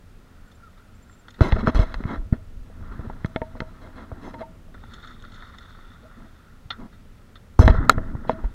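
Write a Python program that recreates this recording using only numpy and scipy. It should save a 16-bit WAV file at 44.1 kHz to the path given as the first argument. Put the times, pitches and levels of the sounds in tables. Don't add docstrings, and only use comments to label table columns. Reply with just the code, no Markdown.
import sys
import numpy as np
from scipy import signal
from scipy.fft import rfft, irfft, next_fast_len
from scipy.io import wavfile
from scipy.ndimage import uniform_filter1d

SR = 44100
rng = np.random.default_rng(int(sys.argv[2]) if len(sys.argv) > 2 else 0)


def dump(signal):
    limited = np.clip(np.atleast_2d(signal).T, -1, 1)
    pcm = np.round(limited * 32767).astype(np.int16)
    wavfile.write(sys.argv[1], SR, pcm)


N = 376613

# frequency in Hz, width in Hz, relative level in dB.
CASE_MODES = [(265, 103, -1.5), (932, 204, -0.5), (1332, 197, 1.5), (1807, 355, -2.5), (2157, 113, -4.5),
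              (2640, 120, -15.5), (3390, 110, -9.5), (3750, 190, -16.5), (4044, 324, -12), (5140, 230, -19),
              (6150, 72, -16.5), (7250, 100, -41.5), (8300, 270, -62), (9670, 260, -32)]
# frequency in Hz, relative level in dB, time to fall 60 dB in seconds.
MOUNT_MODES = [(250, -8, 0.09), (1550, -6, 0.022), (915, -1.5, 0.07), (500, 1.5, 0.04), (635, 0, 0.155),
               (649, -11, 0.42)]
# start in seconds, peak of the case sound in dB, brightness in dB per octave,
# gain of the two lowest case resonances in dB, gain of the main resonance in dB, contact in ms,
# rattle in dB against the blow, ring of the mount in dB, gain of its high mode in dB,
# gain of its low mode in dB, factor on the mount's ring time.
KNOCKS = [(1.408, -7, -1.5, 9, 7, 0.18, -32, -18, -18, -4, 0.63),
          (1.522, -13, 4.5, 4.5, -2, 0.25, -9.5, -32, 10, 6, 0.52),
          (1.568, -27, -10, 8, 0, 0.42, -14, -27, -20, 2, 0.67),
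          (1.672, -5, -10, 7, 6, 0.1, -23, -21, 4.5, -2.5, 0.78),
          (1.752, -44, -5, 9, 0, 0.18, -17, -39, -12, -5, 1.1),
          (1.791, -31, 13, 7, -8, 0.19, -10, -28, -7, 4, 0.75),
          (1.942, -20, -1, 0, 1, 0.042, -15, -50, -6, 4, 0.98),
          (2.038, -26.5, -2, -7, -6, 0.33, -25, -47, 2, -2, 0.83),
          (2.054, -30, -6, -2, 0, 0.35, -18, -54, 3, 0, .9),
          (2.168, -50, -8, 0, 0, 0.77, -20, -39, -20, -12, 1.2),
          (2.216, -42, -12, 12, -4, .9, -14, -60, -10, 5, .6),
          (2.326, -30.5, -10, 0, -5, 0.47, -11, -33, -13, -4, 0.7),
          (2.39, -55, -8, -1, 0, 0.54, -20, -49, -20, -18, .9),
          (2.66, -62, -8, 0, 0, 0.54, -20, -56, -20, -15, 0.99),
          (2.7, -48, -10, 10, -4, 0.73, -10, -49, -5, 8, .7),
          (2.994, -47, -8, 14, 0, 0.73, -13, -45, -7, 11, 0.79),
          (3.098, -23, -13, 4, -3, 0.62, -16.5, -37, -7, 11.5, 0.3),
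          (3.246, -17.5, -2.5, -7.5, -6, 0.31, -20, -38, -7, -11, 0.54),
          (3.26, -29, 5.5, 5, 10, 0.024, -28, -53, -7, 4, .9),
          (3.295, -56, -8, 8, 0, 0.65, -15, -50, -20, -15, 1.2),
          (3.361, -15, 2, -8, -5.5, 0.31, -25, -27, -0.5, -2, 0.88),
          (3.417, -21.5, 2, -5, -7, 0.45, -24, -26.5, 7.5, 3, 1.01),
          (3.552, -31, -14, 8, 0, 0.71, -13, -43, 4, 4, 1.2),
          (3.604, -16.5, 5, -8, -3, 0.22, -30, -41.5, 10, 0, 1.3),
          (3.62, -30, -23, -8, -4, 0.13, -19, -39.5, 6, 7, 1.1),
          (4.116, -26.5, -9, 9.5, 1, 0.26, -21, -42, -7, 9, 0.77),
          (4.278, -26, -8, 18, -2, .6, -14, -54.5, -9, -2, .9),
          (4.341, -30, -3.5, 6, -9, 0.25, -13.5, -51, 17.5, -5, 3.3),
          (4.407, -40, 0, 11, -2, 0.17, -14, -33.5, -21, -14, 0.85),
          (4.416, -44, 0, 6, -3, 0.18, -14, -27.5, -23, -18, 0.34),
          (4.43, -44, -3, 8, 0, .22, -14, -53.5, 24, -3, 1.5),
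          (4.683, -64, -8, 0, 0, 0.38, -20, -52, -20, -17, .8),
          (4.745, -37, -3, 1, -3, 0.48, -9, -60, 1, 0, .4),
          (4.837, -37, -1, 1, -4, 0.66, -7, -62, 0, 4, .5),
          (6.05, -52, -8, 3, 0, 0.46, -14, -47.5, -13, -10, 0.72),
          (6.2, -50, -6, -0.5, -2.5, .4, -6, -66, -7, 2, .7),
          (6.803, -42, -10, 18, 0, 0.64, -10, -55, 0, 0, .8),
          (6.824, -47, -5, 18, 0, 0.62, -6, -62, 0, 0, .8),
          (7.592, -3.5, -23, 5.5, 4.5, 0.45, -22, -35, 13, -3, 1.8),
          (7.678, 2.5, -4, 4, -0.5, 0.16, -17, -15.5, 5, 3, 0.84),
          (7.745, -28, -9, 10, -2, 0.73, -26, -29, -2, 10, 0.62),
          (7.8954, 14, -12, -14, 0, .25, -30, -23, -9, 4, .5),
          (7.98, -22, -3, 1, 2, 0.43, -11, -32, -14, 6, 1), (8.15, -30, -15, 10, 0, 1, 0, -48, 3, 0, 0.75),
          (8.25, -33, -11, 16, -4, 0.87, -10, -43, -2, 15, 0.43),
          (8.295, -8.5, -1, 12, 5.5, 0.19, -21.5, -20, -13, 7.5, 0.85),
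          (8.44, -28, -10.5, 17, -6, 0.3, -10, -50.5, 22, 0, 0.57)]
# time of the dip in seconds, depth in dB, swing in Hz at the dip,
# share left half a cycle before (0-1), share left half a cycle after (0-1).
SQUEEZES = [(1.4094, -8, 418, 0.57, 0.15), (1.418, -0.5, 80, 0.4, 0.14), (1.528, -6.5, 87, 0, 0.86),
            (1.573, -22, 87, 0.9, 0.3), (1.68, -9.5, 108, 0, 0.2), (1.766, -9.5, 46.3, 0.76, 0.75),
            (1.797, -4, 66, 0, 0.6), (1.82, -16, 59, 0.8, 0.96), (1.963, -20.5, 48.6, 0, 0.95),
            (2.055, -15, 145, 0.02, 0.78), (2.196, -21.5, 39.4, 0.8, 0.88), (2.254, -29, 40, 1, 0.6),
            (2.328, -3, 116, 0, 0.02), (2.583, -31, 59, 0.8, 0.99), (2.62, -32, 48, 0, 0.3),
            (2.902, -30, 61, 0, 0.99), (2.995, -23.5, 123, 0.04, 0.93), (3.076, -23.5, 92.5, 0.2, 0.64),
            (3.248, -13.5, 228, 0, 0.94), (3.362, -11.5, 413, 0.02, 0.04), (3.419, -15, 408, 0, 0),
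            (3.605, -19, 340, 0, 0.2), (3.62, -23.5, 157, 0, 0.5), (4.125, -25.5, 111, 0.1, 0.85),
            (6.663, -38, 117, 0.9, 0.1), (6.83, -34.5, 22, 0.7, 0.5), (7.603, 3.5, 78.5, 0.76, 0.27),
            (7.613, -9, 105, 0, 0), (7.65, -4, 59, 0.4, 0.1), (7.668, -2, 66.6, 0.35, 0.3),
            (7.7, -2.5, 68, 0, 0.87), (7.791, -11.5, 93, 0.1, 0.44), (7.809, -19, 70, 0.4, 1),
            (7.977, -12.5, 113, 0, 0.73), (8.153, -18, 121, 0, 0.63), (8.272, -31, 170, 0.56, .6),
            (8.335, -23, 150, 0.2, 0.2), (8.459, -16, 46.2, 1, 0.85)]
# start in seconds, end in seconds, rise in ms, force in dB, change in dB by the end,
# brightness in dB per octave, treble gain in dB, shake of the mount in dB against the force.
SCRAPES = [(1.381, 1.411, 9.4, -46, 5, -4, 0, -22), (1.408, 1.502, 1.5, -32, -4.5, -0.5, 1.5, -28),
           (1.554, 1.578, 10.7, -29, 0.5, -6, 0, -30), (1.581, 1.625, 4.2, -34, -1.5, -4, -3, -31),
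           (1.626, 1.658, 5.3, -39.5, -1, -10, 0, -25), (1.654, 1.695, 8.1, -36.5, 7, -2.5, 0, -21),
           (1.672, 1.709, 4.3, -25.5, -2.5, -7, 9, -24), (1.745, 1.795, 4, -30, -7.5, 0, -2, -27),
           (1.79, 1.848, 2.4, -32.5, -3, -2.5, 5, 0), (2.001, 2.017, 4, -39.5, -5, -9, -3, -15),
           (2.053, 2.192, 61, -30.5, -7, -4.5, -2, -14), (2.329, 2.382, 1.8, -36.5, -29, -8, 0, -9),
           (2.912, 2.96, 6.3, -44, -10, -5, -2, -15), (3.041, 3.082, 6.3, -47.5, -6, -9, 0, -22),
           (3.558, 3.588, 6, -45, -9, -4, 0, 4), (3.806, 3.897, 13, -54, 4, -2.5, 0, 2.5),
           (3.946, 4.056, 28, -45.5, -1, -3.5, -2, -5), (4.205, 4.326, 52, -42.5, -2.5, -2.5, 10, -5.5),
           (4.332, 4.357, 5.7, -45, -8, -2, 0, 6), (4.382, 4.435, 3.8, -48.5, 8, -3, -3, -1),
           (6.022, 6.083, 8, -62, -10, -5, 0, 10), (6.163, 6.28, 12, -55.5, -1, -7, 5, -5),
           (6.775, 6.886, 27, -47, -5.5, -7.5, 0, -8), (7.59, 7.621, 1.1, -39, -8, 5.5, 5, -7),
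           (7.607, 7.642, 4, -29.5, 4, -2.5, 11.5, 5.5), (7.646, 7.677, 6, -44, -4, 5, 1, -20),
           (7.689, 7.717, 3.6, -30, 6, -3, -4, -25), (7.89, 7.939, 6.3, -34.5, -15.5, 4, 1, -24),
           (8.263, 8.309, 23, -51, 15, -0.5, -2, -22), (8.305, 8.343, 1.4, -37, -14, -3.5, 1, -27),
           (8.434, 8.467, 5, -47, -1, -6.5, 3, -21)]
# time in seconds, force in dB, brightness in dB per octave.
CREEP = [
    [(1.41, -29.5, -3.5), (1.55, -43, -2), (1.65, -47, -4.5), (1.848, -42.5, -3.5), (1.996, -51.5, -2.5),
     (2.126, -49, -6.5), (2.2, -61, -9), (2.4, -86, -5)],
    [(2.62, -65, -4), (2.99, -51.5, -7), (3.4, -58.5, -2), (4.27, -52, -7.5), (4.62, -68, -8.5)],
    [(7.6, -40, -13.5), (7.644, -34.5, -6), (7.764, -42.5, -2.5), (7.802, -46, -11), (8.278, -65.5, -11.5),
     (8.394, -51, -8.5), (8.54, -63, -2)],
]
# frequency in Hz, width in Hz, relative level in dB.
WALL_MODES = [(262, 150, -16.5), (1020, 470, -17), (1364, 168, 7.5), (1885, 216, 2), (2042, 245, -3.5),
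              (3527, 103, -5), (3673, 98, -5.5), (4190, 130, -15.5), (4100, 92, -17.5), (5270, 230, -23),
              (5970, 140, -28.5), (6450, 170, -26.5), (6900, 160, -34), (9450, 490, -46.5)]
# start in seconds, peak in dB, brightness in dB per octave, decay constant in ms.
SLAPS = [(0.515, -47.5, 9, 10), (0.774, -48, 0, 34), (0.89, -54, 0, 8), (1.095, -42.5, -4, 3.6),
         (1.127, -57, 13, 9.3), (4.741, -41, -0.5, 12), (4.75, -43, -6, 3.4), (4.778, -45, -1, 4),
         (4.837, -39.5, -7, 3.3), (4.881, -53, -9, 6), (4.897, -50, 1, 6), (4.936, -36.5, 12.5, 8.9),
         (4.983, -39, -3, 7.6), (5.033, -37, -6, 12), (5.047, -40.5, -1, 20), (5.072, -36.5, 7, 8.8),
         (5.105, -40, -5, 11), (5.223, -43, 11, 1.6), (5.239, -36.5, -10, 3.1), (5.249, -36.5, 3.5, 3.3),
         (5.318, -41.5, 9, 11), (5.341, -41.5, 9, 18), (5.421, -34, -4, 10), (5.501, -44, -2, 15),
         (5.584, -33, 8.5, 3.7), (5.629, -59, 2, 5), (5.656, -46, 5, 6.7), (5.706, -41, -0.5, 4.1),
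         (5.748, -43.5, -4, 9.4), (5.787, -40, -17, 3.9), (5.916, -47, -6, 3.3), (6.113, -44, -9, 8.2)]
# time of the peak in seconds, gain in dB before the walls, 60 dB fall in seconds.
GUSHES = [(4.745, -72, .8), (4.838, -53, 0.18), (4.91, -51, 2.9), (5.036, -48, 0.44), (5.24, -57, 0.49),
          (5.356, -49.5, 3), (5.588, -65, 0.12), (5.682, -59, 1.5), (5.92, -71, 0.042)]
# time in seconds, level in dB before the walls.
WAKE = [
    [(2.72, -84), (2.82, -64.5), (3.08, -64), (3.3, -97)],
    [(7.7, -42), (7.75, -46), (7.83, -48.5), (7.88, -55), (7.96, -54.5), (8.12, -63.5), (8.25, -65.5),
     (8.36, -62), (8.42, -51)],
]
# start in seconds, peak in dB, brightness in dB per octave, decay constant in ms, top in Hz.
CLICKS = [(1.282, -32.5, 2, 6.9, 7040), (1.305, -43.5, 21, 3.8, 6900), (1.34, -41, 4.5, 13, 7000),
          (6.704, -17, 10, 8.4, 4400), (6.725, -34.5, -5, 22, 4400), (6.925, -47.5, 4, 30, 4500),
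          (7.355, -38, 7, 8.2, 5000)]
# start in seconds, length in seconds, start pitch in Hz, end pitch in Hz, level in dB.
THIN_TONES = [(0.449, 0.084, 1473, 1400, -59), (0.468, .04, 7350, 7350, -68), (.54, .03, 7350, 7350, -66),
              (0.602, 0.1, 1405, 1290, -51), (0.943, .03, 7350, 7350, -61.5), (1.01, .04, 7350, 7350, -67),
              (1.066, 0.11, 7440, 7250, -62.5), (1.164, 0.064, 7350, 7350, -63)]
# time of the peak in seconds, gain in dB, 60 dB fall in seconds.
HEAVES = [(1.45, -30, 0.63), (1.54, -22.5, 1), (1.82, -36.5, 10), (2.0, -29, 0.58), (2.25, -54, 1),
          (2.58, -61, 1.1), (2.8, -32.5, 0.64), (2.9, -38, 9.4), (7.72, -16.5, 0.61), (7.82, -29.5, 3.8),
          (7.99, -27.5, 0.93), (8.44, -39, 0.2)]
# time in seconds, level in dB.
RUMBLE = [(0.0, -48), (2.5, -48), (3.5, -78), (4.5, -49), (4.7, -43), (5.3, -44), (6.5, -49), (6.9, -46),
          (8.54, -47)]
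# frequency in Hz, relative density in dB per Hz.
RUMBLE_COLOUR = [(12, -46), (20, 8.5), (48, -6.5), (92, -3.5), (141, -15), (245, -11.5), (295, -22),
                 (386, -23.5), (600, -26.5), (780, -35.5), (1320, -120)]
# frequency in Hz, relative density in dB per Hz.
HISS_COLOUR = [(200, 11.5), (2000, 1.5), (8000, -10), (15000, -14.5)]

BLOW_DAMPING = 1.03
TOP_CYCLES = 1.33
RATTLE_MS = 3.4
GRIP_SHIFT, GRIP_DB = 0.015, 1.5
TREBLE_HZ = 4800
PATCHY_DB = 2
CREEP_MOUNT_DB, CREEP_DRAG_DB, CREEP_RISE_MS = -9.5, -1.5, 2
SCRAPE_DRAG_DB, DRAG_PER_BRIGHTNESS = 4.5, 2.37
LIFT_MS, LIFT_PER_RISE = 10, 0.84
SLAP_TOP_HZ, TOP_DOUBLES_DB = 5070, 13.5
DULL_BODY = 1
GUSH_RISE_DB_PER_S, GUSH_SPRAY, WAKE_SPRAY = 307, 0.73, 0.23
WAKE_SLOPE_DB = -2
HEAVE_RISE_DB_PER_S, HEAVE_TOP_HZ = 349, 320
RIVER_DB, RIVER_SWELL_DB = -64.5, 3
HISS_DB = -60
EDGE_HZ = 15850
STFT = dict(fs=SR, nperseg=512, noverlap=384)


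def knocks():
    out, t = np.zeros(N), np.arange(8000) / SR
    noise = rng.standard_normal((len(KNOCKS), len(t)))
    for row, rattle in zip(KNOCKS, noise):
        s, peak_db, slope_db, body_db, main_db, contact_ms, rattle_db, *mount = row
        mount_db, high_db, low_db, ring_factor = mount
        contact_ms = max(contact_ms, .02)
        u = t / (contact_ms / 4000)
        contact = u * np.exp(-u)
        contact /= np.sum(contact)
        blow = amp(rattle_db) * rattle * np.exp(-t / (RATTLE_MS / 1000))
        blow -= t == 0
        blow = signal.oaconvolve(blow, contact[:256])[:len(t)]
        top_hz = np.clip(TOP_CYCLES * 1000 / contact_ms, 500, SR / 3)
        blow = signal.lfilter(*signal.butter(3, top_hz, fs=SR), blow)
        modes = gripped(rattle[-len(CASE_MODES):], main_db, damping=BLOW_DAMPING)
        case = through(modes, blow, slope_db, body_db)
        mount_ring = through_mount(contact, high_db, low_db, max(ring_factor, .1))
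        add(out, s, amp(peak_db) * case / abs(case).max() - amp(mount_db) * mount_ring)
    return out


def squeezes():
    out = np.zeros(N)
    for s, db, hz, before, after in SQUEEZES:
        u = np.arange(-3 * SR // (4 * hz), 3 * SR // hz) / SR * hz
        share = np.clip(np.where(u < 0, before, after), .01, .99)
        left = share ** np.where(u < 0, (2 * u) ** 2, (2 * u.clip(0)) ** 2.3)
        swing = u / (1 + 0.44 * u.clip(0))
        add(out, s + u[0] / hz, -amp(db) * left * np.cos(2 * np.pi * swing))
    return out


def rubbing():
    out = np.zeros(N)
    grains = rng.standard_normal(N) * amp(2.6 * rng.exponential(1, N))
    grains = patchy(evened(grains * lumps(250, 1.8) * lumps(40, 1)), PATCHY_DB)
    air_band = signal.butter(2, [100, 550], "band", fs=SR)
    drag = evened(signal.lfilter(*air_band, rng.standard_normal(N)))
    ring_size = np.linalg.norm(through_mount(signal.unit_impulse(8000)))
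    strokes = [([(s0, db, slope), (s1, db + change, slope)], rise, treble, mount, SCRAPE_DRAG_DB)
               for s0, s1, rise, db, change, slope, treble, mount in SCRAPES]
    strokes += [(rows, CREEP_RISE_MS, 0, CREEP_MOUNT_DB, CREEP_DRAG_DB) for rows in CREEP]
    grips = rng.standard_normal((len(strokes), len(CASE_MODES)))
    for (rows, rise_ms, treble_db, mount_db, drag_db), grip in zip(strokes, grips):
        start, end = rows[0][0], rows[-1][0]
        at = np.arange(round(start * SR), min(round(end * SR) + 6000, N))
        db, slope_db = curve(rows, at / SR)
        rise = (at / SR - start) / (max(rise_ms, .5) / 1000)
        lift = (end - at / SR) / ((LIFT_MS + LIFT_PER_RISE * rise_ms) / 1000)
        force = amp(db) * np.clip(np.minimum(rise, lift), 0, 1)
        shake = np.roll(grains, at[0])[at]
        out[at] += through(gripped(grip, treble_db=treble_db), tilted(shake, slope_db) * force)
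        out[at] += amp(drag_db + DRAG_PER_BRIGHTNESS * slope_db) * drag[at] * force
        out[at] += through_mount(amp(mount_db) * force * shake) / ring_size
    return out


def slaps():
    rows = []
    for row in SLAPS:
        top_hz = SLAP_TOP_HZ * 2 ** (row[2] / TOP_DOUBLES_DB)
        rows.append((*row, min(top_hz, SR / 3)))
    return bursts(rows)


def churning():
    t = np.arange(N) / SR
    large = bubbles(2500, 706, 2425, 3.8, 3.0)
    fine = bubbles(7000, 1990, 6750, 8.8, 4.1)
    churn = (1 - GUSH_SPRAY) * large + GUSH_SPRAY * fine
    churn *= swells(GUSHES, GUSH_RISE_DB_PER_S)
    wake = evened(tilted((1 - WAKE_SPRAY) * large + WAKE_SPRAY * fine, WAKE_SLOPE_DB))
    for rows in WAKE:
        on = np.interp(t, [rows[0][0], rows[1][0], rows[-2][0], rows[-1][0]], [0, 1, 1, 0])
        churn += wake * amp(curve(rows, t)[0]) * on
    return through(WALL_MODES, churn * lumps(60, 2.5))


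def clicks():
    return bursts(CLICKS)


def thin_tones():
    out, waver = np.zeros(N), lumps(150, 0.4)
    for s, length, start_hz, end_hz, db in THIN_TONES:
        hz = np.linspace(start_hz, end_hz, round(length * SR))
        hz += 1000 * (waver[round(s * SR):][:len(hz)] - 1)
        add(out, s, amp(db) * np.hanning(len(hz)) * np.sin(2 * np.pi * np.cumsum(hz) / SR))
    return out * lumps(89.5, 3.9)


def river():
    wash = tilted(rng.standard_normal(N), -5.5) + amp(-9.0) * bubbles(1300, 668, 6830, 5.6, 3.2)
    return amp(RIVER_DB) * evened(through(WALL_MODES, wash)) * lumps(2.5, RIVER_SWELL_DB)


def rumble():
    wind = amp(curve(RUMBLE, np.arange(N) / SR)[0]) * coloured(RUMBLE_COLOUR)
    heave = signal.lfilter(*signal.butter(1, HEAVE_TOP_HZ, fs=SR), coloured(RUMBLE_COLOUR))
    return wind + swells(HEAVES, HEAVE_RISE_DB_PER_S) * heave


def hiss():
    return amp(HISS_DB) * coloured(HISS_COLOUR)


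def gripped(chance, main_db=0, treble_db=0, damping=1):
    modes = []
    for k, ((hz, width, db), shift, change) in enumerate(zip(CASE_MODES, chance, chance[::-1])):
        level_db = db + GRIP_DB * change + main_db * (k == 2) + treble_db * (hz > TREBLE_HZ)
        modes.append((hz * (1 + GRIP_SHIFT * shift), width * damping, level_db))
    return modes


def through(modes, x, slope_db=0, body_db=0):
    t, ring = np.arange(2048) / SR, 0
    for k, (hz, width, db) in enumerate(modes):
        db += slope_db * np.log2(hz / modes[2][0]) if k > 1 else body_db
        sign = (-1) ** min(k, 4)
        ring += sign * amp(db) * width * np.exp(-np.pi * width * t) * np.sin(2 * np.pi * hz * t)
    return signal.oaconvolve(x, ring / np.linalg.norm(ring))[:len(x)]


def through_mount(x, high_db=0, low_db=0, ring_factor=1):
    t, ring = np.arange(8000) / SR, 0
    for k, (hz, db, t60) in enumerate(MOUNT_MODES):
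        level_db = db + high_db * (k == 2) + low_db * (k == 3)
        ring += amp(level_db - 60 * t / (t60 * ring_factor)) * np.sin(2 * np.pi * hz * t)
    return signal.oaconvolve(x, ring)[:len(x)]


def bursts(rows):
    out, t = np.zeros(N), np.arange(4096) / SR
    noises = rng.standard_normal((len(rows), len(t)))
    for (s, peak_db, slope_db, ms, top_hz), noise in zip(rows, noises):
        noise = signal.lfilter(*signal.butter(5, top_hz, fs=SR), noise)
        envelope = (1 - np.exp(-t / 0.00027)) * np.exp(-t / (ms / 1000))
        burst = through(WALL_MODES, noise * envelope, slope_db, -DULL_BODY * min(slope_db, 0))
        add(out, s, amp(peak_db) * burst / abs(burst).max())
    return out


def bubbles(per_s, low_hz, high_hz, cycles, spread_db, count=24):
    size = amp(spread_db * np.minimum(rng.exponential(1, N), 5)) * (rng.random(N) < per_s / SR)
    kind, out = rng.integers(0, count, N), np.zeros(N)
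    for k, hz in enumerate(np.geomspace(low_hz, high_hz, count)):
        u = np.arange(1500) / SR * hz
        tone = (1 - np.exp(-3 * u)) * np.exp(-u / cycles) * np.sin(2 * np.pi * u * (1 + 0.015 * u))
        out += signal.oaconvolve(size * (kind == k), tone / np.linalg.norm(tone))[:N]
    return evened(out)


def coloured(points):
    hz, db = np.transpose(points)
    size = next_fast_len(N)
    f = np.fft.rfftfreq(size, 1 / SR)
    z = rfft(rng.standard_normal(N), size) * amp(np.interp(np.log(f + 1), np.log(hz), db))
    return evened(irfft(z, size)[:N])


def tilted(x, slope_db):
    hz, t, z = signal.stft(x, **STFT)
    slope_db = np.interp(t * SR, np.arange(len(x)), slope_db * np.ones(len(x)))
    octaves = np.log2(np.maximum(hz, 200) / CASE_MODES[2][0])
    z *= amp(octaves[:, None] * slope_db)
    return signal.istft(z, **STFT)[1][:len(x)]


def patchy(x, spread_db):
    z = signal.stft(x, **STFT)[2]
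    blots = uniform_filter1d(rng.standard_normal(z.shape[::-1]), size=5, axis=0)
    blots = uniform_filter1d(blots, size=4, axis=1)
    return evened(signal.istft(z * amp(spread_db * evened(blots).T), **STFT)[1][:len(x)])


def lumps(per_s, spread_db):
    step = np.arange(0, N + SR, SR / per_s)
    return amp(spread_db * np.interp(np.arange(N), step, rng.standard_normal(len(step))))


def swells(rows, rise_db_per_s):
    t = np.arange(0, N + 64, 64) / SR
    power = 0
    for s, db, t60 in rows:
        power += amp(db - np.maximum(rise_db_per_s * (s - t), 60 * (t - s) / t60)) ** 2
    return np.interp(np.arange(N) / SR, t, np.sqrt(power))


def curve(rows, t):
    s, *columns = np.transpose(rows)
    return [np.interp(t, s, c) for c in columns]


def amp(db):
    return 10 ** (np.asarray(db) / 20)


def evened(x):
    return x / np.sqrt(np.mean(x ** 2) + 1e-20)


def add(mix, s, sound):
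    part = mix[round(s * SR):][:len(sound)]
    part += sound[:len(part)]


def scene():
    handling = knocks() + squeezes() + rubbing()
    fish = slaps() + churning()
    return (handling + fish + clicks() + thin_tones() + river() + rumble() + hiss())[None]


def record(dry):
    clipped = np.clip(dry, -1, 1)
    band = signal.firwin(511, EDGE_HZ, window=("kaiser", 9), fs=SR)
    return signal.oaconvolve(clipped, band[None], "same")


dry = scene()
out = record(dry)
dump(out)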